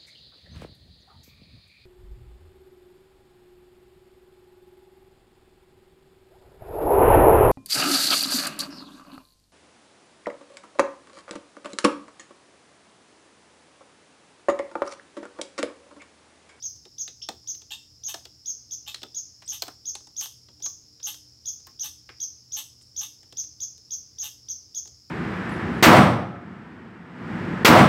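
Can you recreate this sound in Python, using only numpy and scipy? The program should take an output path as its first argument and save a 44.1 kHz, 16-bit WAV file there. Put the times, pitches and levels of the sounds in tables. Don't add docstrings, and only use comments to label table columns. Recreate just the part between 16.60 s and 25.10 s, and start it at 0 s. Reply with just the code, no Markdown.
import sys
import numpy as np
from scipy import signal
from scipy.fft import rfft, irfft
from scipy.io import wavfile
from scipy.ndimage import uniform_filter1d

SR = 44100
rng = np.random.default_rng(int(sys.argv[2]) if len(sys.argv) > 2 else 0)


def int16_out(signal):
    q = np.round(np.clip(np.atleast_2d(signal).T, -1, 1) * 32767)
    wavfile.write(sys.argv[1], SR, q.astype(np.int16))


def makeup_ratio(level_db):
    decades = np.asarray(level_db, float) / 20
    return 10 ** decades


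N = 374837

# (frequency [Hz], density [dB per Hz])
AIR_COLOUR = [(15, -45), (25, -30), (59, -6.5), (102, 0), (212, -12), (301, -13), (591, -20.5),
              (1740, -28.5), (3520, -27), (3920, -24.5), (5280, -4), (6050, -19.5), (6920, -15.5),
              (8360, -30), (16000, -32)]
# (frequency [Hz], width [Hz], level [dB])
HUM_BANDS = [(80.8, 23, -67), (238.3, 6.4, -79), (301, 11.7, -75), (453.7, 21, -84)]
# (time [s], level [dB])
INSECT_SWELL = [(0.0, -50), (0.25, -55), (1.25, -55.5), (2.9, -53), (3.8, -55.5), (5.3, -52.5),
                (6.15, -55.5), (7.3, -54), (8.07, -53.5), (8.5, -55)]
# (delay [ms], level [dB])
WALL_ECHOES = [(2.1, 0.5), (5.5, -6), (9.5, -5.5), (15.3, 2.5), (23.5, -4), (28.5, -6), (36, -6)]
# (frequency [Hz], t60 [s])
YARD_DECAY = [(300, 0.28), (1500, 0.21), (3500, 0.3), (6300, 0.36), (9000, 0.39), (13000, 0.25)]
# (time [s], level [dB], pitch [Hz], t60 [s])
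BOARD_RINGS = [
    (.692, -26.5, 785, 0.042),
    (1.544, -34, 684, 0.065),
    (2.437, -43, 1296, 0.049),
    (3.023, -39, 687, 0.085),
    (3.084, -42.5, 760, 0.038),
    (3.354, -42, 820, 0.051),
    (3.889, -60, 930, 0.077),
    (4.061, -53.5, 1150, 0.18),
    (5.07, -50.5, 1070, 0.1),
]
# (time [s], level [dB], centre [Hz], width [Hz], t60 [s])
SCUFFS = [
    (2.822, -61, 1990, 3000, 0.46),
    (5.07, -61, 1500, 2480, 0.33),
    (5.49, -51, 1860, 1800, 0.33),
    (6.215, -64, 7800, 3500, 0.67),
    (6.629, -70, 2220, 3000, 0.37),
]
# (frequency [Hz], rise [ms], shake [ms], rattle t60 [s])
RAIL_PARTS = [
    (366, 4.8, 26, 0.48),
    (1010, 1.6, 9.3, 0.23),
    (3400, 0.42, 5.7, 0.14),
    (5670, 0.37, 6, 0.046),
    (10600, 0.066, 6.4, 0.3),
]
# (frequency [Hz], level [dB])
WOOD_COLOUR = [(300, 2), (520, -1), (780, 1), (1050, -4), (1400, -4), (2200, -8.5), (3050, -1.5),
               (3350, 4.5), (3800, 0), (4500, 5), (8500, 1.5), (10200, -15), (12500, 3), (15500, 8)]
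# (time [s], peak [dB], thud [dB], knock [dB], claw tips [dB])
LANDINGS = [(0.253, -41, -5.5, -13, -16), (0.4773, -31, -23, -19.5, -14), (0.6878, -20, -15.5, -7.5, -12),
            (1.5416, -27.5, -17.5, -5.5, -4.5), (1.653, -35, -15, -16.5, -6), (2.3441, -26, -29, -18, -8.5),
            (2.4179, -37, -11, -24, -17), (2.431, -28.5, -10.5, -14.5, -12.5),
            (2.8213, -44.5, -22, -1.5, -7), (3.021, -19, -21.5, -11.5, -5.5), (3.0686, -40.5, -8, -9, -14),
            (3.0805, -37, -9, 4.5, -1), (3.3523, -28.5, -22.5, -15, -6), (3.61, -32, -28, -13, 4),
            (3.6574, -33.5, -32, -8, -4), (4.0597, -33, -18.5, -10, -8), (4.3992, -43, -28, -17, -33),
            (4.5425, -36.5, -41, -13.5, -7), (5.0683, -48.5, -7, -5.5, 11), (5.4915, -42.5, -5.5, -7, -29),
            (6.7246, -38.5, -11.5, -14, -11), (8.255, -50.5, -5, -4, -3)]
# (time [s], peak [dB], weight [dB], scratch [dB])
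TICKS = [(0.16, -58, -5, 14), (0.8413, -63, 2, 5), (0.9477, -44.5, -22, -3), (1.0174, -45.5, -14, 1),
         (3.4044, -48.5, -6, 1), (3.47, -51.5, 2.5, 7.5), (3.8855, -47.5, -6, -11), (4.0006, -50, -7, 3),
         (4.9894, -67, -10, 6), (5.0004, -59, -5, 8), (6.2122, -52, -23, 2), (6.63, -53.5, -5, 7),
         (6.8344, -51, -12, 8), (7.1784, -50, -20, 6), (8.1454, -53, -32, 6), (8.2751, -46.5, -11, 6)]
# (time [s], level [dB])
GASPS = [
    (.085, -61),
    (.945, -60),
    (4.083, -58),
    (4.913, -58),
    (7.355, -59),
]
# (time [s], level [dB], end pitch [Hz], length [ms], glide [0-1])
SQUEAKS = [
    (0.6167, -40, 3750, 8.4, 0.32),
    (0.6163, -42, 6760, 12, 0.3),
    (2.857, -50, 8300, 15, .07),
]
# (time [s], level [dB], length [ms], voiced share [0-1], hiss [dB])
HUFFS = [
    (1.103, -33.5, 43.7, 0.68, -15),
    (1.480, -36, 40, 0.38, -2),
    (2.262, -37, 53, 0.44, -12.5),
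    (2.915, -35.5, 44.9, 0.39, -1.5),
    (3.606, -35, 51, 0.28, -1),
    (4.464, -35, 43, 0.33, -0.5),
    (5.229, -35, 46, 0.31, -1),
    (5.961, -35, 47, 0.44, -1.5),
    (6.407, -34.5, 44.8, 0.38, -3),
    (7.626, -34, 50.4, 0.22, -1),
]
# (frequency [Hz], width [Hz], level [dB])
THROAT = [(1150, 150, -8), (1920, 720, -12), (2856, 470, -3.5), (3214, 550, 1), (3707, 254, 1.5),
          (4020, 1200, -7.5), (5300, 4600, -22.5), (6930, 2500, -10)]
# (frequency [Hz], width [Hz], level [dB])
NOSE = [(9700, 6400, -2), (12460, 2000, 6.5), (15300, 4500, -8)]
# (time [s], level [dB], top pitch [Hz], length [ms], strain: half-pitch tone [dB])
CHIRPS = [(0.025, -30.5, 6660, 40.4, -31), (0.3832, -29, 6720, 37, -27.5), (0.6235, -30, 5610, 12.5, -34),
          (0.8744, -28.5, 6720, 31, -27), (1.437, -30, 6710, 37.4, -30), (1.8588, -28.5, 6715, 46, -27),
          (2.1105, -30, 6730, 25.6, -20.5), (2.5468, -29.5, 6800, 39.4, -25),
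          (2.8784, -28.5, 6740, 27.7, -17), (3.256, -29, 6720, 40, -24.5), (3.566, -28.5, 6730, 33.3, -21),
          (4.024, -27.5, 6790, 37, -20), (4.43, -28.5, 6750, 28.5, -22), (4.8574, -28, 6770, 34.4, -17.5),
          (5.1958, -27, 6620, 28, -23), (5.6025, -27.5, 6645, 36, -21.5), (5.9212, -28, 6720, 28.3, -25),
          (6.3645, -27, 6710, 32.6, -21.5), (6.7711, -27, 6710, 30.8, -23.5),
          (7.004, -28.1, 6756, 32.4, -21.5), (7.3078, -28, 6700, 32.4, -25),
          (7.5858, -28.5, 6700, 33.6, -27), (7.8866, -29, 6630, 30.5, -26), (8.148, -28.5, 6790, 35.5, -18)]
# (time [ms], share of top pitch [0-1])
ARCH_RISE = [(-3.5, 0.461), (-1, 0.54), (1, 0.9), (2, .88), (8, .975), (14.5, 1.001)]
# (time from the end [ms], share of top pitch [0-1])
ARCH_FALL = [(-13, 0.96), (-8, 0.93), (-2, .875), (0.5, 0.8), (4, 0.606)]
# (frequency [Hz], level [dB])
MOUTH = [(2800, -24), (3300, -14), (3800, -10), (4600, -16), (5600, 3), (6200, 1.5), (6800, 0)]
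# (frequency [Hz], level [dB])
OCTAVE_MOUTH = [(9800, -11), (11200, -10), (12100, 0.5), (12900, -10), (13600, -17)]


def evened(x):
    return x / np.sqrt(np.mean(x ** 2) + 1e-20)


def read(points, hz):
    f, value = np.transpose(points)
    return np.interp(np.log(hz + 1), np.log(f + 1), value)


def add(mix, s, sound):
    part = mix[max(round(s * SR), 0):][:len(sound)]
    part += sound[:len(part)]


def resonate(x, hz, width):
    turn = np.exp(2j * np.pi * np.cumsum(hz * np.ones(len(x))) / SR)
    r = np.exp(-np.pi * width / SR)
    smooth = signal.lfilter([(1 - r) ** 2], [1, -2 * r, r * r], x / turn)
    return 2 * (turn * smooth).real


def wobble(count, samples):
    once = uniform_filter1d(rng.standard_normal(count), samples)
    return evened(uniform_filter1d(once, samples))


def air():
    frames, hz = N // 256 + 5, np.fft.rfftfreq(1024, 1 / SR)
    a, b, patches = rng.standard_normal((frames, 513, 3)).T
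    patches = uniform_filter1d(patches, size=10, axis=0)
    patches = evened(uniform_filter1d(patches, size=16, axis=1))
    z = (a + 1j * b) * makeup_ratio(read(AIR_COLOUR, hz)[:, None] + 0.84 * patches)
    return makeup_ratio(-59.5) * evened(signal.istft(z, nperseg=1024, noverlap=768)[1][:N])


def hum():
    t = np.arange(N) / SR - 3.08
    mains = makeup_ratio(-65.5) * np.sin(2 * np.pi * 120 * t)
    motor = makeup_ratio(-73.3) * np.sin(2 * np.pi * 118.72 * t)
    bands = sum(makeup_ratio(db) * evened(resonate(rng.standard_normal(N), hz, width)) for hz, width, db in HUM_BANDS)
    return mains + motor + bands


def insects():
    clicks = (rng.random((8, N)) < 260 / SR) * makeup_ratio(1.03 * rng.standard_normal((8, N)))
    chorus = 0
    for click, hz in zip(clicks, np.linspace(4850, 5650, num=8)):
        chorus = chorus + resonate(click, hz, 490) * np.exp(-((hz - 5270) / 330) ** 2)
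    swell_db = np.interp(np.arange(N) / SR, *np.transpose(INSECT_SWELL))
    return makeup_ratio(swell_db - 2.5) * evened(chorus)


def yard():
    taps = np.zeros(SR)
    at = np.arange(60, SR - 20, 20) + rng.integers(0, 20, (SR - 61) // 20)
    taps[at] = rng.choice([-1., 1.], len(at))
    hz, t, z = signal.stft(taps, SR, nperseg=128)
    near = makeup_ratio(-60 * t / read(YARD_DECAY, hz)[:, None])
    far_trees = makeup_ratio(-42 - 60 * t / 0.81)
    tail = signal.istft(z * (near + far_trees), SR, nperseg=128)[1]
    tail = makeup_ratio(4.5) * tail / np.linalg.norm(tail)
    for ms, db in WALL_ECHOES:
        scatter = rng.standard_normal(200) * np.exp(-np.arange(200) / 30)
        add(tail, ms / 1000, makeup_ratio(db - 3.0) * scatter / np.linalg.norm(scatter))
    return tail


def ring(db, hz, t60):
    t = np.arange(6000) / SR
    pair = np.sin(2 * np.pi * hz * t) + 0.46 * np.sin(2 * np.pi * 1.09 * hz * t)
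    return makeup_ratio(db - 60 * t / t60) * np.minimum(t / 0.001, 1) * pair


def scuff(db, hz, width, t60):
    t = np.arange(8000) / SR
    slips = rng.standard_normal(8000) * (rng.random(8000) < .06) * makeup_ratio(1.6 * wobble(8000, samples=60))
    fade = np.exp(-(t / 0.015) ** 4) + 0.63 * makeup_ratio(-60 * t / t60)
    return makeup_ratio(db) * evened(resonate(slips, hz, width)) * fade


def claw(db, thud_db, knock_db, edge_db, sharp_db):
    ms, hz = np.arange(6000) * 1000 / SR, np.fft.rfftfreq(6000, 1 / SR)
    chance, (size, rattle) = rng.random(6000), rng.standard_normal((2, 6000))
    wood = makeup_ratio(read(WOOD_COLOUR, hz * rng.uniform(0.77, 1.05)))
    rattle = rattle * makeup_ratio(4.9 * wobble(6000, samples=70))
    first_blow = 5.9 * (np.arange(6000) == 6)
    blows = size * (chance < .3) / np.sqrt(.3) + first_blow
    centres = [120] + [part[0] for part in RAIL_PARTS] + [19000]
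    out = 0
    for k, level_db in enumerate((thud_db, knock_db, 0, edge_db, sharp_db)):
        _, rise_ms, shake_ms, t60 = RAIL_PARTS[k]
        band = read(list(zip(centres, np.eye(len(centres))[k + 1])), hz)
        crackle, loose = irfft(rfft([blows, rattle]) * band * wood)
        crackle = crackle * np.minimum(ms / rise_ms, 1) * np.exp(-(ms / shake_ms) ** 1.7)
        loose = loose * np.minimum(ms / 2.0, 1) * makeup_ratio(-18.0 - 60 * ms / 1000 / t60)
        out = out + makeup_ratio(db + level_db - 0.5) * (crackle + loose) / np.abs(crackle).max()
    return out


def tick(db, weight_db, scratch_db):
    return claw(db, -8 + 0.28 * weight_db, weight_db, scratch_db, scratch_db - 9.5)


def landing(db, thud_db, knock_db, tips_db):
    return claw(db, thud_db, knock_db, 2 + 0.52 * tips_db, tips_db)


def squeak(db, pitch_hz, length_ms, glide):
    u = np.linspace(0, 1, round(length_ms * SR / 1000))
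    unsteady = 0.0086 * (pitch_hz - 3000) / 1000
    hz = pitch_hz * (1 - glide * (1 - u) ** 1.46 + unsteady * wobble(2000, samples=25)[:len(u)])
    return makeup_ratio(db) * np.sin(2 * np.pi * np.cumsum(hz) / SR) * np.sin(np.pi * u)


def gasp(db):
    return squeak(db, pitch_hz=14100, length_ms=23, glide=.09)


def huff(db, length_ms, voiced, hiss_db):
    u = np.linspace(0, 1, round(length_ms * SR / 1000))
    noise, hiss = rng.standard_normal((2, 6000))[:, :len(u)]
    jitter = .025 * wobble(6000, samples=60)[:len(u)]
    slack_hz, tense_hz = 865, 935
    fold_hz = slack_hz + (tense_hz - slack_hz) * voiced
    turns = np.cumsum(fold_hz * (1 - .3 * np.exp(-u / .17) + jitter)) / SR
    folds = sum(np.cos(2 * np.pi * k * turns) for k in range(3, 10))
    voiced = np.clip(voiced, 0, 1)
    breath = noise * (0.8 + np.exp(-(turns % 1) / 0.5))
    drive = voiced * evened(folds) + (1 - voiced) * evened(breath)
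    opening_hz = 150 * (u - .55)
    throat = 0
    for k, (hz, width, level_db) in enumerate(THROAT):
        throat = throat + (-1) ** k * makeup_ratio(level_db) * resonate(drive, hz + opening_hz, width)
    chest = makeup_ratio(-15) * np.sin(2 * np.pi * turns)
    chest = chest + makeup_ratio(-16.5) * (1.1 - u) * np.sin(4 * np.pi * turns)
    nose = sum(makeup_ratio(level_db) * resonate(hiss, hz, width) for hz, width, level_db in NOSE)
    effort = np.interp(u, [0, .12, .45, .8, 1], [0.082, 0.2, 0.54, 0.13, 0.05])
    effort = effort * makeup_ratio(3.9 * wobble(6000, samples=90)[:len(u)])
    return makeup_ratio(db) * effort * (evened(throat) + chest + makeup_ratio(hiss_db) * evened(nose))


def chirp(db, top_hz, length_ms, half_db):
    haste = min(length_ms / 28, 1)
    rise = [(ms * haste, share) for ms, share in ARCH_RISE]
    fall = [(length_ms + ms * haste, share) for ms, share in ARCH_FALL]
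    arch = np.array(rise + fall)
    ms = np.arange(arch[0, 0], arch[-1, 0], 1000 / SR)
    wander = wobble(4000, samples=60)[:len(ms)]
    flutter = wobble(4000, samples=30)[:len(ms)]
    glide = uniform_filter1d(np.interp(ms, *arch.T), size=24, mode="nearest")
    hz = top_hz * glide * (1 + 0.0031 * wander)
    phase = 2 * np.pi * np.cumsum(hz) / SR
    whistle = makeup_ratio(read(MOUTH, hz)) * np.sin(phase)
    octave_db = -14.5 + 0.23 * half_db + read(OCTAVE_MOUTH, 2 * hz)
    octave = makeup_ratio(octave_db) * np.sin(2 * phase + 0.37 * flutter)
    half = np.sin(phase * .525 - 2 * np.pi * .0045 * ms ** 2 + 0.19 * flutter)
    half = half * 1.04 * np.exp(-((ms / length_ms - .45) / 0.17) ** 2)
    between = half + 0.11 * np.sin(phase * 3 / 2) + 0.13 * np.sin(phase * 1.27 + 1.5 * flutter)
    held = np.clip((hz / top_hz - .9) / 0.11, 0, 1)
    tone = whistle + octave + makeup_ratio(half_db + 4.5) * held * between
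    effort = np.interp(ms / length_ms, [0, .08, .2, .5, .72, 1.0], [0.78, 0.69, 0.3, 0.95, 1.24, 0.68])
    return makeup_ratio(db - 2.0) * tone * effort * signal.windows.tukey(len(ms), .06)


def scene():
    voice, feet = np.zeros((2, N))
    for table, source in ((BOARD_RINGS, ring), (SCUFFS, scuff), (TICKS, tick), (LANDINGS, landing)):
        for s, *row in table:
            add(feet, s, source(*row))
    for table, source in ((GASPS, gasp), (SQUEAKS, squeak), (HUFFS, huff)):
        for s, *row in table:
            add(voice, s, source(*row))
    for s, *row in CHIRPS:
        add(voice, s + ARCH_RISE[0][0] / 1000, chirp(*row))
    wet = signal.fftconvolve(makeup_ratio(-5) * voice + makeup_ratio(-18.5) * feet, yard())[:N]
    return (makeup_ratio(0.5) * voice + feet + wet + air() + insects() + hum())[None]


def band_limit(x):
    return signal.sosfilt(signal.butter(12, 16660, fs=SR, output="sos"), x)


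def record(dry):
    thin = signal.sosfilt(signal.butter(3, 48, "high", fs=SR, output="sos"), dry)
    limited = signal.oaconvolve(thin, signal.firwin(255, 15900, fs=SR)[None], "same")
    return band_limit(limited)


dry = scene()
out = record(dry)
int16_out(out)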